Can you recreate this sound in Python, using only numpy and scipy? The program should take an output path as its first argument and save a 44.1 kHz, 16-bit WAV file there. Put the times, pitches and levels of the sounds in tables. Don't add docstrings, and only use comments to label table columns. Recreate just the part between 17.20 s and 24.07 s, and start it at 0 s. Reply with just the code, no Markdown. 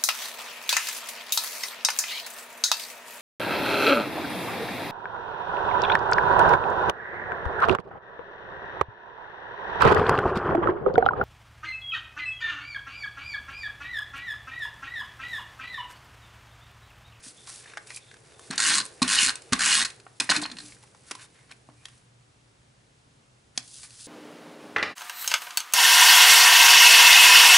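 import sys
import numpy as np
from scipy import signal
from scipy.fft import rfft, irfft
from scipy.io import wavfile
from scipy.ndimage import uniform_filter1d

SR = 44100
rng = np.random.default_rng(int(sys.argv[2]) if len(sys.argv) > 2 else 0)


def linear_from_db(decibels):
    return 10 ** (np.asarray(decibels, float) / 20)


def transcribe(signal):
    frames = np.atleast_2d(signal).T
    limited = np.clip(frames, -1, 1)
    pcm = np.round(limited * 32767).astype(np.int16)
    wavfile.write(sys.argv[1], SR, pcm)


N = 302967
T = np.arange(N) / SR

# shell_lift_db, gear_lift_db
STROKES = [(1.376, 0.23, -20, 18, 8.3), (1.875, 0.22, -19, 12, 2.8), (2.389, .238, -19, 26, 3.7)]
# mode_hz, nominal_width_hz, strength_db (case() broadens and weights them)
CASE_MODES = [(1090, 54, -11.5), (1558, 240, -3.5), (1850, 48, -11.5), (2230, 180, -10), (2530, 68, -4),
              (2890, 41, -4), (3327, 75, -7.5), (3700, 70, -4.5), (4169, 220, 5), (4600, 350, -9),
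              (4960, 220, -8), (6584, 110, -12), (8250, 180, -4.5), (9070, 160, -10), (10590, 43, -14.5)]


def strokes():
    shell_hz, gear_hz = 1670, 4220
    attack_s, release_s, edge_level_db = 0.0071, 0.016, -10
    slow_level_db = -5
    slow_tilt_db, fast_tilt_db, fast_lift_db = -1, -2.1, -1.5
    loudest_share = 0.629
    slow_teeth_hz, fast_teeth_hz, gap_scatter = 80, 190, 0.15
    rasp = np.zeros(N)
    modes = np.array([hz for hz, width, db in CASE_MODES] + [3000])[:, None]
    drift = np.array([walk(30.0) for mode in modes])
    for start, length, top_db, *slow_lifts_db in STROKES:
        stop = start + length
        end = stop + release_s
        effort = np.interp(T, [start, start + loudest_share * length, stop], [0, 1, 0])
        edge_db = np.interp(T, [start, start + attack_s, stop, end], [edge_level_db, 0, 0, edge_level_db])
        level_db = top_db + slow_level_db * (1 - effort) + edge_db
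        tilt_db = slow_tilt_db + (fast_tilt_db - slow_tilt_db) * effort
        shell_db, gear_db = (lift + (fast_lift_db - lift) * effort for lift in slow_lifts_db)
        speed = np.sin(np.pi * np.clip((T - start) / (end - start), 0, 1)) ** 1.5

        teeth = np.zeros((len(modes), N))
        tooth_s = start + 0.0022
        for gap, size, *colour in rng.standard_normal((80, len(modes) + 2)):
            if tooth_s < end:
                gains = linear_from_db(1.0 * size + 3.0 * np.array(colour))[:, None]
                add(teeth, tooth_s, gains * burst(2.2, rise=1.43))
            teeth_hz = slow_teeth_hz + (fast_teeth_hz - slow_teeth_hz) * speed[min(int(tooth_s * SR), N - 1)]
            tooth_s += np.exp(gap_scatter * gap) / teeth_hz

        peel = linear_from_db(-19 + 1.9 * walk(700) + 7 * speed) * rng.standard_normal(N)
        span = slice(int(start * SR), int(end * SR))
        grip = linear_from_db(tilt_db[span] * np.log2(modes / 3000) + 3.5 * drift[:, span])
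        grip *= favour(modes, shell_hz, shell_db[span], octaves=0.12)
        grip *= favour(modes, gear_hz, gear_db[span], octaves=0.1)
        sound = case(grip * (teeth + peel)[:, span], broad_db=-9.0)
        running_rms = np.sqrt(np.abs(uniform_filter1d(sound ** 2, size=2600)) + 1e-12)
        rasp[span] += linear_from_db(level_db[span]) * sound / running_rms
    return rasp


def knocks():
    # time_s, nominal_peak_db, tilt_db per octave, favoured_hz, contact_ms
    blows = [(1.305, -25, -4.5, 4200, 3.1), (1.31, -15, -1, 1485, 1.4), (1.328, -36, -6, 1520, 2.25),
             (1.358, -26.5, 11, 4160, 2.5), (1.379, -9, 2, 4200, 2.7), (1.653, -22.5, 9.5, 3630, 1.8),
             (1.662, -23.5, 6, 7800, 1.5), (1.818, -9, -2, 1067, 7.3), (1.825, -17.5, -4, 4380, 6.2),
             (1.829, -1, 0.5, 4180, 0.98), (2.093, -6.5, -4.5, 4200, 1.72), (2.156, -17.5, 2, 8310, 1.35),
             (2.22, -32.5, 3.5, 3760, 1.6), (2.323, -13, -2.5, 1070, 6.7), (2.332, -2.5, -1.5, 1090, 2.14),
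             (2.335, -14.5, -1.5, 1892, 3.6), (2.648, -13, -1, 4400, 6.1), (2.701, -29, -1, 3620, 3.5),
             (2.799, -38, -3, 1670, 3.4), (2.866, -28, -23, 1720, 1.4), (3, -7, 1, 5250, 4.3),
             (3.008, -18, -9.5, 3840, 3.9), (3.092, -7.5, -8.5, 4620, 2), (3.097, -6.5, -2.5, 2720, 2.2),
             (3.101, -4.5, -1, 4600, 3.3), (3.11, -8, -4, 1910, 3.3), (3.115, -6, -5, 1550, 3.7),
             (3.123, -9, -5.5, 1750, 0.86), (3.148, -28.5, 7.5, 9350, 4.8), (3.154, -15, -9.5, 1740, 2.5),
             (3.163, -9, -1, 4000, 3.1), (3.172, -18.5, 0, 4110, 2.3), (3.215, -21.5, 1.5, 1850, 8.5),
             (3.223, -25, -23, 4170, 6.4), (3.231, -20, -4.5, 4200, 7.9), (3.254, -18, -12, 2900, 2.3),
             (3.26, -19, -4.5, 4190, 2.26), (3.299, -30.5, -8.5, 4120, 3.5), (3.314, -25, -3, 4250, 3.8),
             (3.368, -29.5, -3, 2940, 3.8), (3.385, -25, -1.5, 4200, 4.2), (3.401, -29.5, -1, 4310, 4.3)]
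    out = np.zeros(N)
    modes = np.array([hz for hz, width, db in CASE_MODES] + [1])
    for time_s, peak_db, tilt_db, hz, contact_ms in blows:
        gains = linear_from_db(3.0 * rng.standard_normal(len(modes)))
        gains *= favour(modes, hz, boost_db=13, octaves=0.08)
        scratch = np.pad(burst(contact_ms), (256, 768))
        sound = tilt(case(gains[:, None] * scratch, broad_db=-8), tilt_db)
        add(out, time_s - 0.0005 - 256 / SR, peak(sound, peak_db, contact_ms))
    return out


def case(push, broad_db):
    # frequency_hz, density_db
    crack_colour = [(240, -73), (400, -22), (866, -5.5), (983, -6), (1560, 9), (3480, -1.5), (4240, -5.5),
                    (6740, 10), (10600, 4.5), (11500, -25.5), (15000, -55), (22000, -120)]
    modes = 0
    for drive, (hz, width, db) in zip(push, CASE_MODES):
        modes = modes + linear_from_db(db) * np.sqrt(300 / width) * ring(drive, hz, 1.44 * width + 50)
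    no_bass = signal.butter(2, 750, "high", fs=SR)
    return signal.lfilter(*no_bass, modes) + linear_from_db(broad_db) * shape(push[-1], crack_colour)


def thumps():
    # time_s, peak_db, favoured_hz, contact_ms
    blows = [(0.065, -43, 220, 2.3), (1.302, -28.5, 253, 2.5), (1.818, -17.5, 254, 2.4),
             (2.322, -18.5, 250, 4.22), (3.0, -37, 327, 1.5), (3.094, -30, 320, 1.15),
             (3.1, -20.5, 650, 0.42), (3.168, -30.5, 304, 3), (3.441, -48, 300, 2.1),
             (3.911, -47, 292.4, 1.6), (4.489, -39.5, 284, 0.58), (6.375, -39, 267, 1.55)]
    out = np.zeros(N)
    for time_s, peak_db, hz, contact_ms in blows:
        phase = np.arange(8192) / SR * 1000 / max(contact_ms, 0.2)
        force = np.sin(np.pi * np.minimum(phase, 1)) ** 2
        sound = desk(force, hz)
        add(out, time_s, linear_from_db(peak_db) * sound / np.abs(sound).max())
    return out


def desk(push, favoured_hz):
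    # mode_hz, strength_db (weighted below by decay), t60_s
    desk_modes = [(162, -12.5, 0.45), (198, -7, 0.086), (253.3, 3, 0.088), (297.4, -5, 0.34),
                  (650, 3.5, 0.018), (1070, -9.5, 0.0807)]
    out = 0
    for hz, db, t60 in desk_modes:
        gain = linear_from_db(db) * favour(hz, favoured_hz, boost_db=13.5, octaves=0.088) * np.sqrt(100 * t60)
        out = out + gain * ring(push, hz, np.log(1000) / np.pi / t60)
    return out


def tremble():
    # top_db and legs_db at the end of the stroke, favoured_hz
    presses = [(-47.5, -66, 290), (-48, -52.5, 249), (-47.5, -53, 180)]
    # time_s, top_db, legs_db, favoured_hz, top_t60_s
    jolts = [(1.303, -39, -63, 260, 0.236), (1.821, -30.5, -55.5, 252, 0.19),
             (2.326, -29.5, -51.5, 236.9, 0.13), (2.999, -37.5, -81, 302, 0.15),
             (3.098, -36, -58, 295.3, 0.23), (3.177, -41, -79, 301.5, 0.49), (3.319, -54, -77, 300, .6),
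             (3.43, -66, -69.5, 300, 0.45)]
    press_rise_db, press_t60_s, lead_s = 7.5, 0.16, 0.03
    legs_slower = 2.8
    out = np.zeros(N)
    legs = unit(ring(ring(ring(rng.standard_normal(N), 48, 35), 48, 50), 50, 60))
    pressure = ring(rng.standard_normal(N), 220, 170)
    broad = unit(ring(pressure, 195, 100))
    handled = pressure[SR:4 * SR]

    def top(hz):
        return np.pad(unit(desk(handled, hz)), (SR, N - 4 * SR)) + 0.6 * broad

    for (start, length, *_), (top_db, legs_db, hz) in zip(STROKES, presses):
        first, end = start - lead_s, start + length
        last = end + press_t60_s
        lean_db = np.interp(T, [first, start, end, last], [-60, -press_rise_db, 0, -60])
        lean = linear_from_db(lean_db + 2.1 * walk(23)) * (T > first) * (T < last)
        out += lean * (linear_from_db(top_db) * top(hz) + linear_from_db(legs_db) * legs)
    for time_s, top_db, legs_db, hz, t60 in jolts:
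        out += linear_from_db(top_db) * dying(time_s, t60) * top(hz)
        out += linear_from_db(legs_db) * dying(time_s, legs_slower * t60) * legs
    return out


def ticks():
    # time_s, nominal_peak_db, centre_hz, width_ratio to the centre, ring_db
    snaps = [(0.038, -33, 5430, 3.7, -1), (0.271, -32, 4440, 1.8, 0), (0.275, -34, 1100, 1.8, 17),
             (0.458, -35.5, 1740, 1.8, 12), (0.536, -30, 1610, 0.56, 10), (0.572, -18.5, 1670, 1.3, 1),
             (0.578, -25, 1572, 1.5, 12), (0.671, -31, 8040, 2.1, -8.5), (0.704, -24.5, 2160, 3.8, 14),
             (0.762, -23, 9870, 1.8, 11), (0.771, -29.5, 2400, 0.96, 11), (0.913, -33, 1625, 1.6, 13),
             (0.941, -34.5, 1568, 4.7, 16), (0.968, -41, 1550, 1.5, 8), (1.194, -32, 1090, 10.8, 3),
             (3.522, -34.5, 2230, 2.1, 2.5), (3.567, -44, 1830, 1.8, 3), (3.636, -39.5, 866, 1.63, 13),
             (3.675, -45.5, 1590, 2.1, 7), (3.748, -39, 885, 3.6, 15.5), (3.911, -17.5, 1460, 6.6, 7),
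             (3.915, -18.5, 1051, 8, 8), (3.951, -26, 1020, 5.4, 13), (4.314, -31.5, 4220, 2.3, 2),
             (4.321, -31.5, 2400, 1.6, 14), (4.488, -39, 900, 0.79, 10), (4.5, -47, 803, 1.5, 3),
             (4.655, -23.5, 3600, 1.4, 2), (4.684, -38.5, 2750, 2.3, 6), (6.376, -8, 4600, 0.9, -1),
             (6.376, -25.5, 757, 1.4, 6), (6.395, -35, 8350, 2, 6.5), (6.403, -37.5, 6630, 1.8, 9),
             (6.631, -31, 4000, 1.8, 2), (6.706, -37, 4260, 2.3, -2.5)]
    contact_ms = 2.09
    out = np.zeros(N)
    for time_s, peak_db, hz, width_ratio, ring_db in snaps:
        scratch = burst(contact_ms)
        width = min(hz * max(width_ratio, 0.1), SR / 3)
        wide = ring(ring(scratch, hz, width), hz, min(5.4 * width, SR / 3))
        sound = wide + linear_from_db(ring_db) * ring(wide, hz, hz / 9) + 0.047 * scratch
        add(out, time_s - 0.0005, peak(sound, peak_db, contact_ms))
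    return out


def slide():
    # frequency_hz, density_db
    hiss_colour = [(880, -36), (1500, -23.5), (2380, -22.5), (2630, -8.5), (4700, -0.5), (6780, -1),
                   (9950, 2), (11200, -7.5), (11500, -27), (15000, -52), (22000, -120)]
    # mode_hz, nominal_width_hz (broadened below), level_db
    card_modes = [(1160, 130, -20.5), (1750, 690, 5), (2400, 520, 0.5), (3600, 150, -4), (4200, 200, -8.5),
                  (5340, 200, -5.5)]
    # time_s, hiss_db
    rustle = [(0, -62.5), (.2, -55.5), (.6, -62.5), (.85, -61), (1.0, -66.5), (1.7, -59.5), (2.25, -58.5),
              (2.75, -62), (2.94, -64.5), (3.55, -63.5), (3.7, -65), (4.25, -67.5), (4.45, -72.5),
              (4.7, -63), (4.86, -77)]
    # loudest_s, swell_s, fade_s, hiss_db, scrape_db
    rubs = [(.074, .044, 0.045, -42, -58), (.297, 0.029, 0.13, -43.5, -54.5), (.5, 0.2, 0.15, -65, -53.5),
            (.708, 0.046, .022, -50, -50.5), (.772, 0.055, .018, -43.5, -56),
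            (1.11, 0.065, 0.064, -61, -58.5), (1.25, 0.07, 0.082, -52.5, -57.5),
            (2.321, 0.008, .004, -66, -48), (3.155, .03, 0.019, -34, -29.5),
            (3.42, 0.039, 0.14, -48, -57.5), (3.638, 0.017, 0.0086, -57, -59),
            (3.907, 0.051, 0.066, -52.5, -53.5), (4.03, 0.063, 0.032, -51.5, -51.5),
            (4.2, 0.074, .06, -68, -66), (4.316, 0.02, 0.0056, -64, -50), (4.652, 0.042, 0.035, -64, -63),
            (4.775, .065, .035, -70, -81), (6.371, 0.02, 0.0072, -54.5, -60),
            (6.6, 0.18, 0.075, -46.5, -62.5), (6.639, .013, 0.022, -45, -51),
            (6.83, 0.14, 0.164, -46.5, -63)]
    # time_s, hiss_db, scrape_db, t60_s
    settles = [(1.313, -54, -35.5, 0.28), (1.622, -43, -57, 0.3), (1.839, -40.5, -34, 0.317),
               (2.107, -38, -40, .12), (2.159, -44, -47, 0.114), (2.342, -40, -34, 0.28),
               (2.661, -40, -46.5, 0.22), (3.016, -37, -38, 0.22), (3.171, -35, -34, .15),
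               (3.232, -52, -47, 0.54), (3.32, -55, -45, 0.084), (3.951, -38, -51.5, 0.035),
               (4.324, -58, -59.5, 0.085), (6.379, -42, -47, 0.114), (6.665, -55.5, -64, .4)]
    edge_db, edge_s = -10, 0.0078
    rustle_scrape_db = -4

    grain = linear_from_db(2.0 * walk(440) + 0.97 * walk(60))
    hiss = unit(shape(grain * rng.standard_normal(N), hiss_colour))
    noise = linear_from_db(2.5 * walk(150)) * rng.standard_normal(N)
    tones = np.zeros(N)
    for hz, width, db in card_modes:
        tones += linear_from_db(db + 3.5 * walk(9)) * unit(ring(noise, hz, min(width + 80, hz)))
    dull = unit(ring(ring(noise, 1300, 2000), 1750, 2600))
    scrape = unit(dull + 1.6 * unit(tones))

    rustling = linear_from_db(curve(rustle)[0] + 1.5 * walk(7.9)) * (T < rustle[-1][0])
    power = (rustling * linear_from_db(np.array([[0], [rustle_scrape_db]]))) ** 2
    for top, rise, fall, *levels_db in rubs:
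        start, end = top - rise, top + fall
        swell = np.interp(T, [start - edge_s, start, top, end, end + edge_s],
                          [0, linear_from_db(edge_db), 1, linear_from_db(edge_db), 0])
        power += (linear_from_db(np.array(levels_db))[:, None] * swell) ** 2
    for time_s, *levels_db, t60 in settles:
        power += (linear_from_db(np.array(levels_db))[:, None] * dying(time_s, t60)) ** 2
    return np.sum(np.sqrt(power) * [hiss, scrape], axis=0)


def singing():
    # start_s, end_s, pitch_hz, level_db at mid-note
    notes = [(0.155, 0.284, 3500, -61), (0.386, 0.576, 1750, -60.5), (.68, .8, 2400, -57),
             (.79, 0.935, 3600, -59.5), (1.08, 1.3, 3600, -67.5), (2.107, 2.161, 1590, -51.5),
             (4.14, 4.25, 2108, -71), (4.563, 4.663, 2400, -63.5)]
    sharpness = 14
    out = np.zeros(N)
    noise = linear_from_db(2.5 * walk(40)) * rng.standard_normal(N)
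    for start, end, hz, db in notes:
        swell = np.sqrt(np.maximum(1 - (2 * (T - start) / (end - start) - 1) ** 2, 0))
        tone = ring(ring(noise, hz, hz / sharpness), hz, 3 * hz / sharpness)
        out += linear_from_db(db) * swell * unit(tone)
    return out


def spread(x):
    # frequency_hz, side_minus_mid_db
    side_colour = [(30, -2.5), (60, -3), (110, -4), (190, -5), (350, -12), (630, -11), (1130, -16),
                   (2030, -5), (3640, -10), (6550, -8.5), (11800, -21.5)]
    time_ms = np.arange(1024) / SR * 1000
    glints = rng.standard_normal(1024) * np.exp(-time_ms / 5.3)
    side = signal.fftconvolve(x, glints / np.sqrt(np.sum(glints ** 2)))[:N]
    return air([0, linear_from_db(-6.0) * shape(side, side_colour)])


def echoes(x):
    wet_db, t60, dull_t60 = -17, 0.1, 0.3
    t = np.arange(SR // 2) / SR
    noise = rng.standard_normal((2, len(t))) * np.minimum(t / 0.0031, 1)
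    low = ring(noise, 1200, 2100)
    tail = noise * linear_from_db(-60 * t / t60) + 2.5 * low * linear_from_db(-60 * t / dull_t60)
    tail = air(tail * [[1], [0.7]]) / np.sqrt(np.sum(tail[0] ** 2))
    return linear_from_db(wet_db) * signal.fftconvolve(x[None], tail, axes=1)[:, :N]


def room_tone():
    # frequency_hz, density_db
    room_colour = [(15, -45.5), (25, -26), (38, -21), (70, -14.5), (95, -15), (123, -5), (167, -17),
                   (301, -21), (360, -25.5), (862, -29), (2800, -32.5), (8030, -35.5), (10600, -38.5),
                   (11500, -53), (15000, -78), (22000, -120)]
    # frequency_hz, side_minus_mid_db
    room_side = [(60, -22), (110, -17.5), (190, -10), (350, -2.5), (630, 2.5), (1130, 2.5), (2030, -0.5),
                 (3640, -2), (6550, -7), (11800, -10.5)]
    # pitch_hz, level_db (raised by 3.5 dB below)
    hum_tones = [(118.4, -69.5)]
    # time_s, level_db
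    whoosh_levels = [(0, -66), (.59, -60), (.82, -66), (1.0, -62.5), (1.2, -58.5), (1.5, -56.5),
                     (2.45, -57), (2.75, -60.5), (3.02, -68), (3.2, -62), (3.58, -66), (4.4, -70),
                     (5, -76.5), (6.87, -73.5)]
    mid, side = shape(rng.standard_normal((2, N)), room_colour)
    hiss = linear_from_db(-61) * air([mid, shape(side, room_side)]) / mid.std()
    hum = np.zeros(N)
    for hz, db in hum_tones:
        cycles = hz * T + 0.071 * walk(12)
        hum += linear_from_db(db + 3.5 + 2.0 * walk(2.4)) * np.sin(2 * np.pi * cycles)
    gust = rng.standard_normal((2, N))
    whoosh = unit(ring(ring(gust, 450, 240), 450, 400) + 0.4 * ring(gust, 670, 230))
    return hiss + hum + linear_from_db(curve(whoosh_levels)[0]) * air(whoosh * [[1], [0.4]])


def burst(ms, rise=1.5):
    u = np.arange(1024) / SR * 1000 / max(ms, 0.1)
    return (1 - np.exp(-rise * u)) * np.exp(-u) * rng.standard_normal(1024)


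def ring(x, hz, width):
    return signal.lfilter(*signal.iirpeak(min(hz, SR / 2.3), hz / width, SR), x)


def favour(modes, hz, boost_db, octaves):
    return linear_from_db(boost_db * np.exp(-(np.log2(modes / hz) / octaves) ** 2))


def dying(s, t60):
    late = np.maximum(T - s, 0)
    return np.minimum(late / 0.0025, 1) * linear_from_db(-60 * late / t60)


def peak(sound, db, ms):
    return linear_from_db(db) * sound * np.sqrt(ms * SR / 8000 / np.sum(sound ** 2))


def shape(x, points):
    hz, db = np.transpose(points)
    f = np.maximum(np.arange(x.shape[-1] // 2 + 1) * SR / x.shape[-1], 1)
    gain = linear_from_db(np.interp(np.log(f), np.log(hz), db))
    return irfft(rfft(x) * gain, x.shape[-1])


def tilt(x, db):
    return shape(x, [(750, -2 * db), (12000, 2 * db)])


def unit(x):
    return x / np.sqrt(np.mean(x ** 2))


def walk(rate):
    k = int(SR / rate)
    steps = np.repeat(rng.standard_normal(N // k + 1), k)
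    return unit(uniform_filter1d(steps, k)[:N])


def curve(rows):
    s, *columns = np.transpose(rows)
    return [np.interp(T, s, column) for column in columns]


def add(track, s, sound):
    i = int(s * SR)
    track[..., i:i + sound.shape[-1]] += sound[..., :max(N - i, 0)]


def air(mid_side):
    return mid_side[0] + np.array([[1], [-1]]) * mid_side[1]


def scene():
    # frequency_hz, left_minus_right_db
    balance = [(60, 0.5), (110, -2), (190, -4), (350, 0), (630, -2.5), (1130, -1.5), (2030, 0),
               (3640, -0.5), (6550, 0.5), (11800, -0.5)]
    near = strokes() + knocks() + thumps() + tremble() + ticks() + slide() + singing()
    left, right = ([(hz, sign * db / 2) for hz, db in balance] for sign in (1, -1))
    direct = np.array([shape(near, left), shape(near, right)])
    return direct + spread(near) + echoes(near) + room_tone()


def band_limit(x):
    return signal.sosfilt(signal.butter(12, 12370, fs=SR, output="sos"), x)


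def record(dry):
    low_pass = signal.ellip(10, 0.3, 60, 11120, fs=SR, output="sos")
    mix = signal.sosfilt(low_pass, dry)
    return band_limit(mix)


dry = scene()
out = record(dry)
transcribe(out)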